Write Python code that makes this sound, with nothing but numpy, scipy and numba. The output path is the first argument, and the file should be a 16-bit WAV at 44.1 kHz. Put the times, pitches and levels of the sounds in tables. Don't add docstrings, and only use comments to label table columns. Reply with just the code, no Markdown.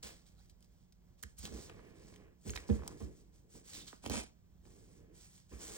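import sys
import numpy as np
from scipy import signal
from scipy.fft import rfft, irfft, next_fast_len
from scipy.io import wavfile
from scipy.ndimage import uniform_filter1d
from numba import njit

SR = 44100
rng = np.random.default_rng(int(sys.argv[2]) if len(sys.argv) > 2 else 0)


def materialize(psi):
    bounded = np.clip(np.atleast_2d(psi).T, -1, 1)
    quanta = np.round(bounded * 32767).astype(np.int16)
    wavfile.write(sys.argv[1], SR, quanta)


N = 254456
T = np.arange(N) / SR
AGE = T[:SR // 2]
TOP_HZ = 16300
OPPOSED = np.array([[1], [-1]])
SIZE = next_fast_len(N + SR // 2)
LOG_HZ = np.log(np.arange(SIZE // 2 + 1) * SR / SIZE + 1)


def scissors():
    # start_s, peak_db, centre_hz, t60_s, left_minus_right_db
    clicks = [(.031, -44, 6140, 0.017, -10), (.496, -54, 5600, 0.073, 3.5), (.607, -56, 6050, .007, 4),
              (.626, -52, 6240, 0.017, 2), (.645, -55.5, 6000, 0.034, 4), (0.9234, -56, 5000, 0.032, 3),
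              (1.2298, -49, 1070, 0.011, -5), (1.2361, -39.5, 1960, 0.0089, 2),
              (1.2354, -32.5, 8350, 0.0089, -8), (1.454, -28.5, 4600, 0.004, 4.5),
              (1.46, -41, 4230, 0.041, 6), (1.697, -42, 1880, 0.022, 10), (2.139, -52.5, 1990, 0.032, -1),
              (2.161, -46.5, 2960, 0.014, 5), (2.4954, -33.5, 2270, 0.0089, 3),
              (2.536, -40.5, 1480, 0.021, -2), (2.559, -34.5, 2000, 0.015, -9),
              (2.5630, -29, 2170, .008, -2), (2.5631, -28.5, 5330, 0.01, -5),
              (2.5755, -32, 1690, 0.011, -6), (2.7003, -40, 1750, 0.014, 3),
              (2.8773, -29.5, 7300, 0.013, 0.5), (4.653, -60, 2380, .03, 6)]
    # start_s, peak_db, pitch_hz
    cuts = [(1.2361, -37.5, 1730), (2.564, -48, 1950), (2.5749, -36, 1620)]
    # start_s, level_db, length_s, ring_db, rasp_hz, left_minus_right_db
    scrapes = [(1.226, -42.5, 0.0076, -14, 10000, -5), (1.38, -51.5, 0.021, -5, 10100, -2),
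               (2.503, -49.5, 0.0057, 14, 8600, 2), (2.549, -54, 0.014, -8, 6960, -9)]
    blade_hz, blade_t60_s, flex_t60_s = 6590, 0.027, 0.011
    out = np.zeros((2, N))
    for start_s, db, hz, t60_s, pan_db in clicks:
        width_hz = 0.92 * hz
        contact = rng.standard_normal(len(AGE)) * fade(t60_s)
        contact[0] += 4
        narrow = resonate(contact, hz, width_hz)
        click = resonate(narrow, hz, min(5.1 * width_hz, TOP_HZ))
        add(out, start_s, undb(db) * click / np.abs(click).max() * place(pan_db))
    for start_s, db, hz in cuts:
        flex = np.sin(2 * np.pi * hz * AGE) * fade(flex_t60_s)
        add(out, start_s, undb(db) * flex)
    for start_s, db, length_s, ring_db, hz, pan_db in scrapes:
        stroke = np.sin(np.pi * np.minimum(AGE / length_s, 1))
        rasp = unit(resonate(rng.standard_normal(len(AGE)), hz, width_hz=2700))
        ring = np.sin(2 * np.pi * blade_hz * AGE) * (stroke + undb(-41) * fade(blade_t60_s))
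        add(out, start_s, undb(db) * (stroke * rasp + undb(ring_db) * ring) * place(pan_db))
    return out


def zips():
    # start_s, level_db, length_s, pitch_hz, width as a share of the pitch, left_minus_right_db
    zip_strokes = [(0.354, -83, 0.1, 4700, 0.17, -9), (0.356, -81, 0.084, 1620, .08, 0),
                   (0.388, -77, 0.037, 880, 0.22, -5), (2.581, -57, 0.014, 2240, 0.31, 8),
                   (3.729, -57.5, 0.047, 4460, 0.17, -7), (3.785, -58.5, 0.055, 4120, 0.19, -4),
                   (3.866, -58, 0.036, 4400, .3, -7)]
    out = np.zeros((2, N))
    speed = undb(-1.1 * walk(rate=46))[:len(AGE)]
    for start_s, db, length_s, hz, width, pan_db in zip_strokes:
        pitch_hz = hz * speed
        rasp = sweep(rng.standard_normal(len(AGE)), pitch_hz, width)
        rasp = sweep(rasp, pitch_hz, 2 * width)
        stroke = np.sin(np.pi * np.minimum(AGE / length_s, 1))
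        add(out, start_s, undb(db) * unit(rasp) * stroke * place(pan_db))
    return out


def brushing():
    # start_s, speeding_up_s, steady_s, relative level_db, hiss_hz, left_minus_right_db
    brush_strokes = [(0.025, 0.0049, 0.022, -53, 5570, 0), (0.059, .015, 0.04, -65.5, 3600, 0.5),
                     (.25, 0.018, .011, -71.5, 4940, -1.5), (.36, 0.045, 0.029, -74, 4600, 0.5),
                     (.6, 0.018, .015, -81.5, 5200, -5), (.7, 0.031, 0.11, -85.5, 5000, -1),
                     (1.17, 0.022, 0.0044, -77, 4350, -4.5), (1.224, 0.011, 0.0048, -68.5, 5500, -1),
                     (1.361, 0.031, 0.033, -63.5, 6400, -3), (1.423, 0.015, 0.017, -56.5, 5170, 0.5),
                     (1.491, 0.069, 0.1, -63, 6100, -1), (1.701, 0.028, 0.18, -78.5, 3950, -2.5),
                     (1.929, 0.04, 0.17, -72, 4900, 0), (2.372, 0.13, 0.018, -68, 5960, 3),
                     (2.439, 0.045, 0.016, -58.5, 6360, 3.5), (2.545, 0.009, 0.031, -65, 6200, -1),
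                     (2.66, 0.027, 0.067, -63.5, 5600, -1.5), (2.8, 0.079, 0.05, -70, 5900, 0),
                     (2.959, 0.05, 0.02, -67, 6600, 0), (3.1, .03, 0.089, -77.5, 6400, 1),
                     (3.31, 0.037, 0.021, -77, 5900, -1), (3.474, 0.076, 0.018, -65, 7100, 0),
                     (3.629, 0.063, 0.059, -59, 6170, -1), (3.714, 0.036, 0.034, -55.5, 4800, 0),
                     (3.862, 0.013, 0.0051, -60, 4970, 0), (4.61, 0.073, 0.28, -75, 6950, -0.5),
                     (5.114, 0.064, 0.071, -66.5, 6100, -1.5), (5.24, 0.04, 0.097, -69, 6840, 0),
                     (5.474, 0.056, 0.04, -66, 5860, 0), (5.55, 0.096, .2, -57.5, 7500, -1)]
    # pitch_hz, relative level_db per Hz
    brush_colour = [(300, -17), (800, -0.5), (1200, -1.5), (1700, -1), (2200, -1.5), (2650, -1.5),
                    (3200, -1), (4000, -1.5), (6500, 2), (8500, 6), (10500, -26), (12500, -9), (15500, -5)]
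    start_s, rise_s, steady_s, db, hz, pan_db = np.transpose(brush_strokes)
    speed = strokes(zip(start_s, rise_s, steady_s, db, pan_db), t60_s=0.36)
    speed = speed * undb(1.5 * walk(rate=30))
    fibres = grains(rate=9000, spread_db=-1.0) * undb(0.82 * walk(rate=69))
    snags = undb(-7) * grains(rate=260, spread_db=-0.5)
    slips = colour(fibres + snags, brush_colour)
    centre_hz = np.interp(T, start_s + rise_s, hz) * undb(0.48 * walk(rate=32))
    hiss = sweep(slips, np.clip(centre_hz, 1, TOP_HZ), 0.85)
    return unit(slips + undb(-0.5) * hiss) * speed * undb(2.5)


def dragging():
    # start_s, pressing_down_s, steady_s, relative level_db, scratch_db, left_minus_right_db
    drag_strokes = [(0.025, 0.0085, 0.039, -62.5, 10, 3), (1.419, 0.035, 0.03, -56, 1.5, -1.5),
                    (1.5, 0.032, 0.058, -53, -2, 1), (1.65, 0.0083, 0.21, -60, 3, -0.5),
                    (1.87, 0.055, 0.34, -63, 1.5, -0.5), (2.447, 0.017, 0.019, -51.5, -4, -1.5),
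                    (2.53, 0.019, 0.091, -62, 8.5, 2.5), (2.689, 0.0018, 0.0049, -42.5, -3.5, 3.5),
                    (2.75, 0.02, 0.088, -55, -2, 3), (2.875, 0.0064, 0.056, -52.5, -6, 1.5),
                    (3, 0.0033, 0.038, -52.5, -5.5, 0), (3.061, 0.024, 0.048, -63, -17, 4),
                    (3.15, 0.045, 0.48, -73.5, -10, 7), (3.539, 0.013, 0.025, -60, -3, 0),
                    (3.699, 0.044, 0.049, -59.5, -18, 1.5), (4.629, 0.023, 0.49, -66, -3.5, 0.5),
                    (5.51, 0.011, 0.021, -55.5, 3.5, 4), (5.57, 0.059, .16, -58.5, 6.5, 1.5)]
    # pitch_hz, relative level_db
    rub_colour = [(40, -2), (90, 4), (200, 3), (300, 1.5), (430, 3), (650, -9), (900, -16), (1300, -21),
                  (2200, -20), (2700, -23), (3300, -32.5), (5000, -55)]
    # pitch_hz, width_hz, level_db
    rub_modes = [(1125, 230, -3.5), (1714, 140, 1), (3050, 400, -6.5)]
    scratch_hz = 606
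    start_s, rise_s, steady_s, db, scratch_db, pan_db = np.transpose(drag_strokes)
    rub = colour(grains(rate=3000, spread_db=-0.5), rub_colour)
    dull = signal.lfilter(*signal.butter(3, scratch_hz, "low", fs=SR), rub)
    scratch = signal.lfilter(*signal.butter(3, scratch_hz, "high", fs=SR), rub)
    singing = sum(undb(mode_db) * resonate(scratch, hz, width_hz) for hz, width_hz, mode_db in rub_modes)
    weight = strokes(zip(start_s, rise_s, steady_s, db, pan_db), t60_s=0.39)
    grit = strokes(zip(start_s, rise_s, steady_s, db + scratch_db, pan_db), t60_s=0.39)
    dull = dull * weight * undb(1.5 * walk(rate=28))
    scratch = (scratch + singing) * grit * undb(0.8 * walk(rate=70))
    return undb(0.5) * (dull + scratch)


def scuffs():
    # start_s, pressing_down_s, steady_s, level_db, left_minus_right_db
    scuff_strokes = [(.034, 0.0045, 0.075, -67.5, -3), (1.445, .008, 0.018, -63, -4),
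                     (1.515, .03, 0.035, -63.5, 0), (1.605, 0.0069, 0.011, -63, -1),
                     (2.69, .004, 0.011, -54, -2), (2.715, .006, .025, -59.5, 2),
                     (2.792, .002, .004, -60, 1), (2.822, .002, .02, -57.5, 2),
                     (2.885, 0.0087, 0.022, -62, 3), (3.007, .004, 0.011, -61.5, -1),
                     (4.651, 0.0028, 0.0085, -63.5, 4)]
    # pitch_hz, relative level_db
    scuff_colour = [(200, -14), (550, 5.5), (1100, 1), (1700, -9.5), (2400, -15), (4000, -19.5),
                    (8000, -39)]
    ticks = colour(grains(rate=380, spread_db=2.0), scuff_colour)
    return ticks * strokes(scuff_strokes, t60_s=0.096)


def fabric():
    # start_s, level_db, crack_db, first_hz
    buckles = [(1.6972, -49, -12, 2390), (1.793, -55, -15, 1870), (2.691, -42, -17, 950),
               (2.792, -52.5, -11, 1570), (2.821, -49, -15, 1690), (2.865, -49.5, -17, 1200),
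               (2.879, -48, -8, 1440), (3.006, -50.5, -16, 915), (3.554, -57.5, -17, 1140),
               (3.929, -46.5, -16, 1910), (4.041, -48, -2, 1210), (4.055, -49, -2, 1200),
               (4.062, -36.5, 2, 1160), (4.0756, -48, 4, 710), (4.084, -48, -2, 690),
               (4.0982, -35.5, 1.5, 1030), (4.107, -46, 5, 1200), (4.1104, -36, -12, 850),
               (4.133, -43, -19, 1480), (4.1424, -44, 4, 1060), (4.155, -41.5, -14, 1525),
               (4.1702, -46, -8, 990), (4.185, -53, -7, 1430), (4.192, -52, 3, 890), (4.211, -51, 6, 1150),
               (4.236, -54, 5, 980)]
    out = np.zeros((2, N))
    for start_s, db, crack_db, first_hz in buckles:
        flap = bending_wave(first_hz, last_hz=187, glide_s=0.00238) * fade(t60_s=0.054)
        burst = unit(resonate(rng.standard_normal(len(AGE)), hz=2900, width_hz=8200))
        crack = burst * fade(t60_s=0.0078)
        add(out, start_s, undb(db) * (flap + undb(crack_db) * crack))
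    return (out + creases()) * place(pan_db=0.3)


def creases():
    # time_s, level_db
    crumple = [(4.02, -73), (4.048, -54.5), (4.068, -54.5), (4.092, -73), (4.108, -45), (4.15, -43),
               (4.19, -45.5), (4.232, -55.5), (4.255, -66), (4.3, -78)]
    # pitch_hz, relative level_db
    crumple_colour = [(50, -8), (120, 3.5), (210, 6.5), (400, -4.5), (700, -7.5), (1050, -9), (1400, -9.5),
                      (2000, -10.5), (2450, -4.5), (2900, -9), (3350, -7.5), (4200, -10), (5200, -8),
                      (8500, -2.5), (11000, -36.5), (16000, -21)]
    tiny = colour(grains(rate=2400, spread_db=1) * undb(2.2 * walk(rate=160)), crumple_colour)
    chirp = bending_wave(first_hz=1010, last_hz=194, glide_s=0.00224) * fade(t60_s=0.025)
    folds = np.sign(grains(rate=130, spread_db=0))
    larger = unit(signal.fftconvolve(folds, chirp)[:N])
    level_db = np.interp(T, *np.transpose(crumple), left=-200, right=-200)
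    return (tiny + undb(-8) * larger) * undb(level_db)


def table():
    # start_s, level_db, first_hz, swell_s, ring_db, rocking_db
    bumps = [(0.032, -56.5, 157, 0.021, 10, -8), (.35, -64, 111, 0.058, 4, -15),
             (0.505, -58, 93, 0.028, -6, -15), (1.228, -48, 249, 0.031, -3.5, -7),
             (1.386, -46.5, 91, 0.023, -2, -6), (1.434, -45, 252, 0.0081, -7, -9),
             (1.505, -45.5, 284, 0.052, -0.5, -14), (2.461, -41, 420, 0.036, -4, 1),
             (2.546, -43.5, 88, 0.021, -8, -17), (2.591, -49, 129, .025, -13, -15),
             (2.691, -26.5, 458, 0.031, -2.5, -5), (2.767, -42, 140, 0.037, -9, -14),
             (3.006, -40.5, 439, 0.036, -4, 0), (4.058, -42, 149, 0.0094, -6, -15),
             (4.084, -38.5, 268, 0.027, -4.5, -2), (4.149, -48.5, 130, 0.051, 14.5, -7),
             (5.519, -43.5, 159, 0.031, -8, -16), (5.622, -57, 79, 0.052, -6, -14)]
    # pitch_hz, level_db, t60_s
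    table_modes = [(70.6, -2, 0.073), (207, 4, 0.14), (233, -3, .12), (336, -4, 0.096), (375, -4, .14),
                   (459.8, 4, 0.14), (563, -11, 0.14), (663, -16, 0.08), (817, -11, 0.08)]
    rock_hz, rock_t60_s = 136, 0.34
    top, rocking = np.zeros((2, N)), np.zeros((2, N))
    hz, mode_db, t60_s = np.transpose(table_modes)[:, :, None]
    for start_s, db, first_hz, swell_s, ring_db, rock_db in bumps:
        detune, scatter = rng.standard_normal((2, len(hz), 1))
        softness = np.hypot(1, (hz / first_hz) ** 2)
        gain = undb(mode_db + 1.5 * scatter) / softness
        tones = np.sin(2 * np.pi * hz * (1 + 0.012 * detune) * AGE)
        modes = np.sum(gain * tones * fade(t60_s), axis=0)
        ring = modes * (1 - np.exp(-(AGE / 0.0093) ** 2))
        push = (AGE / swell_s * np.exp(1 - AGE / swell_s)) ** 3.84
        thud = push * bending_wave(first_hz, last_hz=61.0, glide_s=0.00976)
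        add(top, start_s, undb(db) * (thud + undb(ring_db) * ring))
        sway = np.sin(2 * np.pi * rock_hz * AGE) * fade(rock_t60_s) * (1 - np.exp(-AGE / 0.0058))
        add(rocking, start_s + swell_s / 2, undb(db + rock_db) * sway)
    return top, rocking


def reflections(x, t60_s, db, top_hz):
    tail = rng.standard_normal((2, len(AGE))) * fade(t60_s) * (1 - np.exp(-AGE / 0.0034))
    tail = tail / np.sqrt(np.sum(tail ** 2))
    band = signal.butter(2, [122, min(top_hz, TOP_HZ)], "band", fs=SR)
    tail = signal.lfilter(*band, tail)
    return undb(db) * signal.fftconvolve(x.mean(axis=0)[None], tail, axes=1)[:, :N]


def room():
    # pitch_hz, relative level_db per Hz
    background_colour = [(20, -8.5), (55, 1.5), (100, -3.5), (190, -6.5), (262, -17), (700, -24),
                         (1300, -34), (4000, -39.5), (8000, -36.5), (11000, -53.5), (14000, -38)]
    # pitch_hz, level_db
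    hum_tones = [(49, -71.5), (177.6, -75)]

    def air():
        return colour(rng.standard_normal(N), background_colour) * undb(-65.5 + 1.2 * walk(rate=9.7))

    front, side = air(), air()
    hum = sum(undb(db) * unit(np.sin(2 * np.pi * hz * T + 0.97 * walk(rate=5.1))) for hz, db in hum_tones)
    side = signal.lfilter(*signal.butter(1, 160, "high", fs=SR), side)
    return np.array([front + hum, undb(-5.5) * side])


def ports(x):
    # pitch_hz, left_minus_right_db, left_lead_rad
    port_balance = [(29.2, -8.5, 2.5), (69, -1.5, -0.42), (132.4, -5, -1.2), (296, -6, -0.06),
                    (503, -5.5, -1.63), (826, -4.5, -1.72), (1040, -4, -1.02), (1750, -2.5, -1.1),
                    (2840, -1.5, -1.8), (3680, -7.5, 1.51), (5430, -7, 1.54), (8700, 5, 2), (11130, 2, 3.5),
                    (15200, 2.5, 0.7)]
    half = undb(over_hz(port_balance) / 2) * np.exp(1j * over_hz(port_balance, column=2) / 2)
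    return irfft(rfft(x, SIZE) * np.array([half, 1 / half]), SIZE)[:, :N]


def strokes(rows, t60_s):
    power, age = np.zeros((2, N)), T[:SR]
    for start_s, rise_s, steady_s, db, pan_db in rows:
        rise = np.sin(np.pi / 2 * np.clip(age / rise_s, 0, 1)) ** 2
        coast = np.exp(-np.log(1000) * np.maximum(age - rise_s - steady_s, 0) / t60_s)
        add(power, start_s, (undb(db) * rise * coast * place(pan_db)) ** 2)
    return np.sqrt(power)


def grains(rate, spread_db):
    hits = (rng.random(N) < rate / SR) * rng.standard_normal(N)
    size = undb(spread_db * np.clip(rng.standard_normal(N), -2, 2))
    return unit(hits * size)


def bending_wave(first_hz, last_hz, glide_s):
    hz = last_hz + (first_hz - last_hz) * np.exp(-AGE / glide_s)
    return np.sin(2 * np.pi * np.cumsum(hz) / SR)


def walk(rate):
    hold = int(SR / rate)
    steps = np.repeat(rng.standard_normal(N // hold + 1), hold)[:N]
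    return unit(uniform_filter1d(steps, hold))


@njit
def sweep(x, hz, width):
    y, band, low = np.empty(len(x)), 0., 0.
    for i in range(len(x)):
        g = np.tan(np.pi * hz[i] / SR)
        v = (band + g * (x[i] - low)) / (1 + g * (g + width))
        band, low, y[i] = 2 * v - band, low + 2 * g * v, width * v
    return y


def resonate(x, hz, width_hz):
    return signal.lfilter(*signal.iirpeak(min(hz, SR / 2 - 1), hz / width_hz, fs=SR), x)


def over_hz(points, column=1):
    rows = np.array(points)
    return np.interp(LOG_HZ, np.log(rows[:, 0]), rows[:, column])


def shade(x, points):
    return irfft(rfft(x, SIZE) * undb(over_hz(points)), SIZE)[..., :N]


def colour(x, points):
    return unit(shade(x, points))


def fade(t60_s):
    return np.exp(-np.log(1000) * AGE / t60_s)


def place(pan_db):
    return undb(OPPOSED * pan_db / 2)


def add(track, start_s, sound):
    start = max(int(start_s * SR), 0)
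    track[:, start:start + sound.shape[-1]] += sound[..., :N - start]


def undb(db):
    return 10 ** (np.asarray(db) / 20)


def unit(x):
    return x / np.sqrt(np.mean(x ** 2))


def scene():
    # pitch_hz, level_db
    opposed_colour = [(50, -7), (150, -6), (450, -15), (1200, -18), (1950, -5), (2330, 6), (2750, -6),
                      (5000, -27), (8000, -11), (10500, 19), (13000, 6.5), (16000, 4)]
    cloth = brushing() + dragging() + scuffs() + zips()
    flap, steel = fabric(), scissors()
    wood, rocking = table()
    direct = cloth + flap + steel + wood
    near = reflections(undb(-6) * steel + flap + undb(6.0) * wood, t60_s=0.021, db=-3.5, top_hz=8970)
    far = reflections(cloth + flap + wood + undb(-4) * steel, t60_s=0.27, db=-6.0, top_hz=6000)
    front, side = near + far + room()
    opposed_rustle = shade(brushing() + dragging() + undb(2) * creases(), opposed_colour)
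    flutter = undb(-11.5) * signal.lfilter(*signal.butter(1, 1100, fs=SR), flap)
    return ports(direct + front - OPPOSED * flutter) + OPPOSED * (side + opposed_rustle + rocking)


def record(dry):
    return signal.sosfilt(signal.ellip(8, .2, 70, TOP_HZ, fs=SR, output="sos"), dry)


dry = scene()
out = record(dry)
materialize(out)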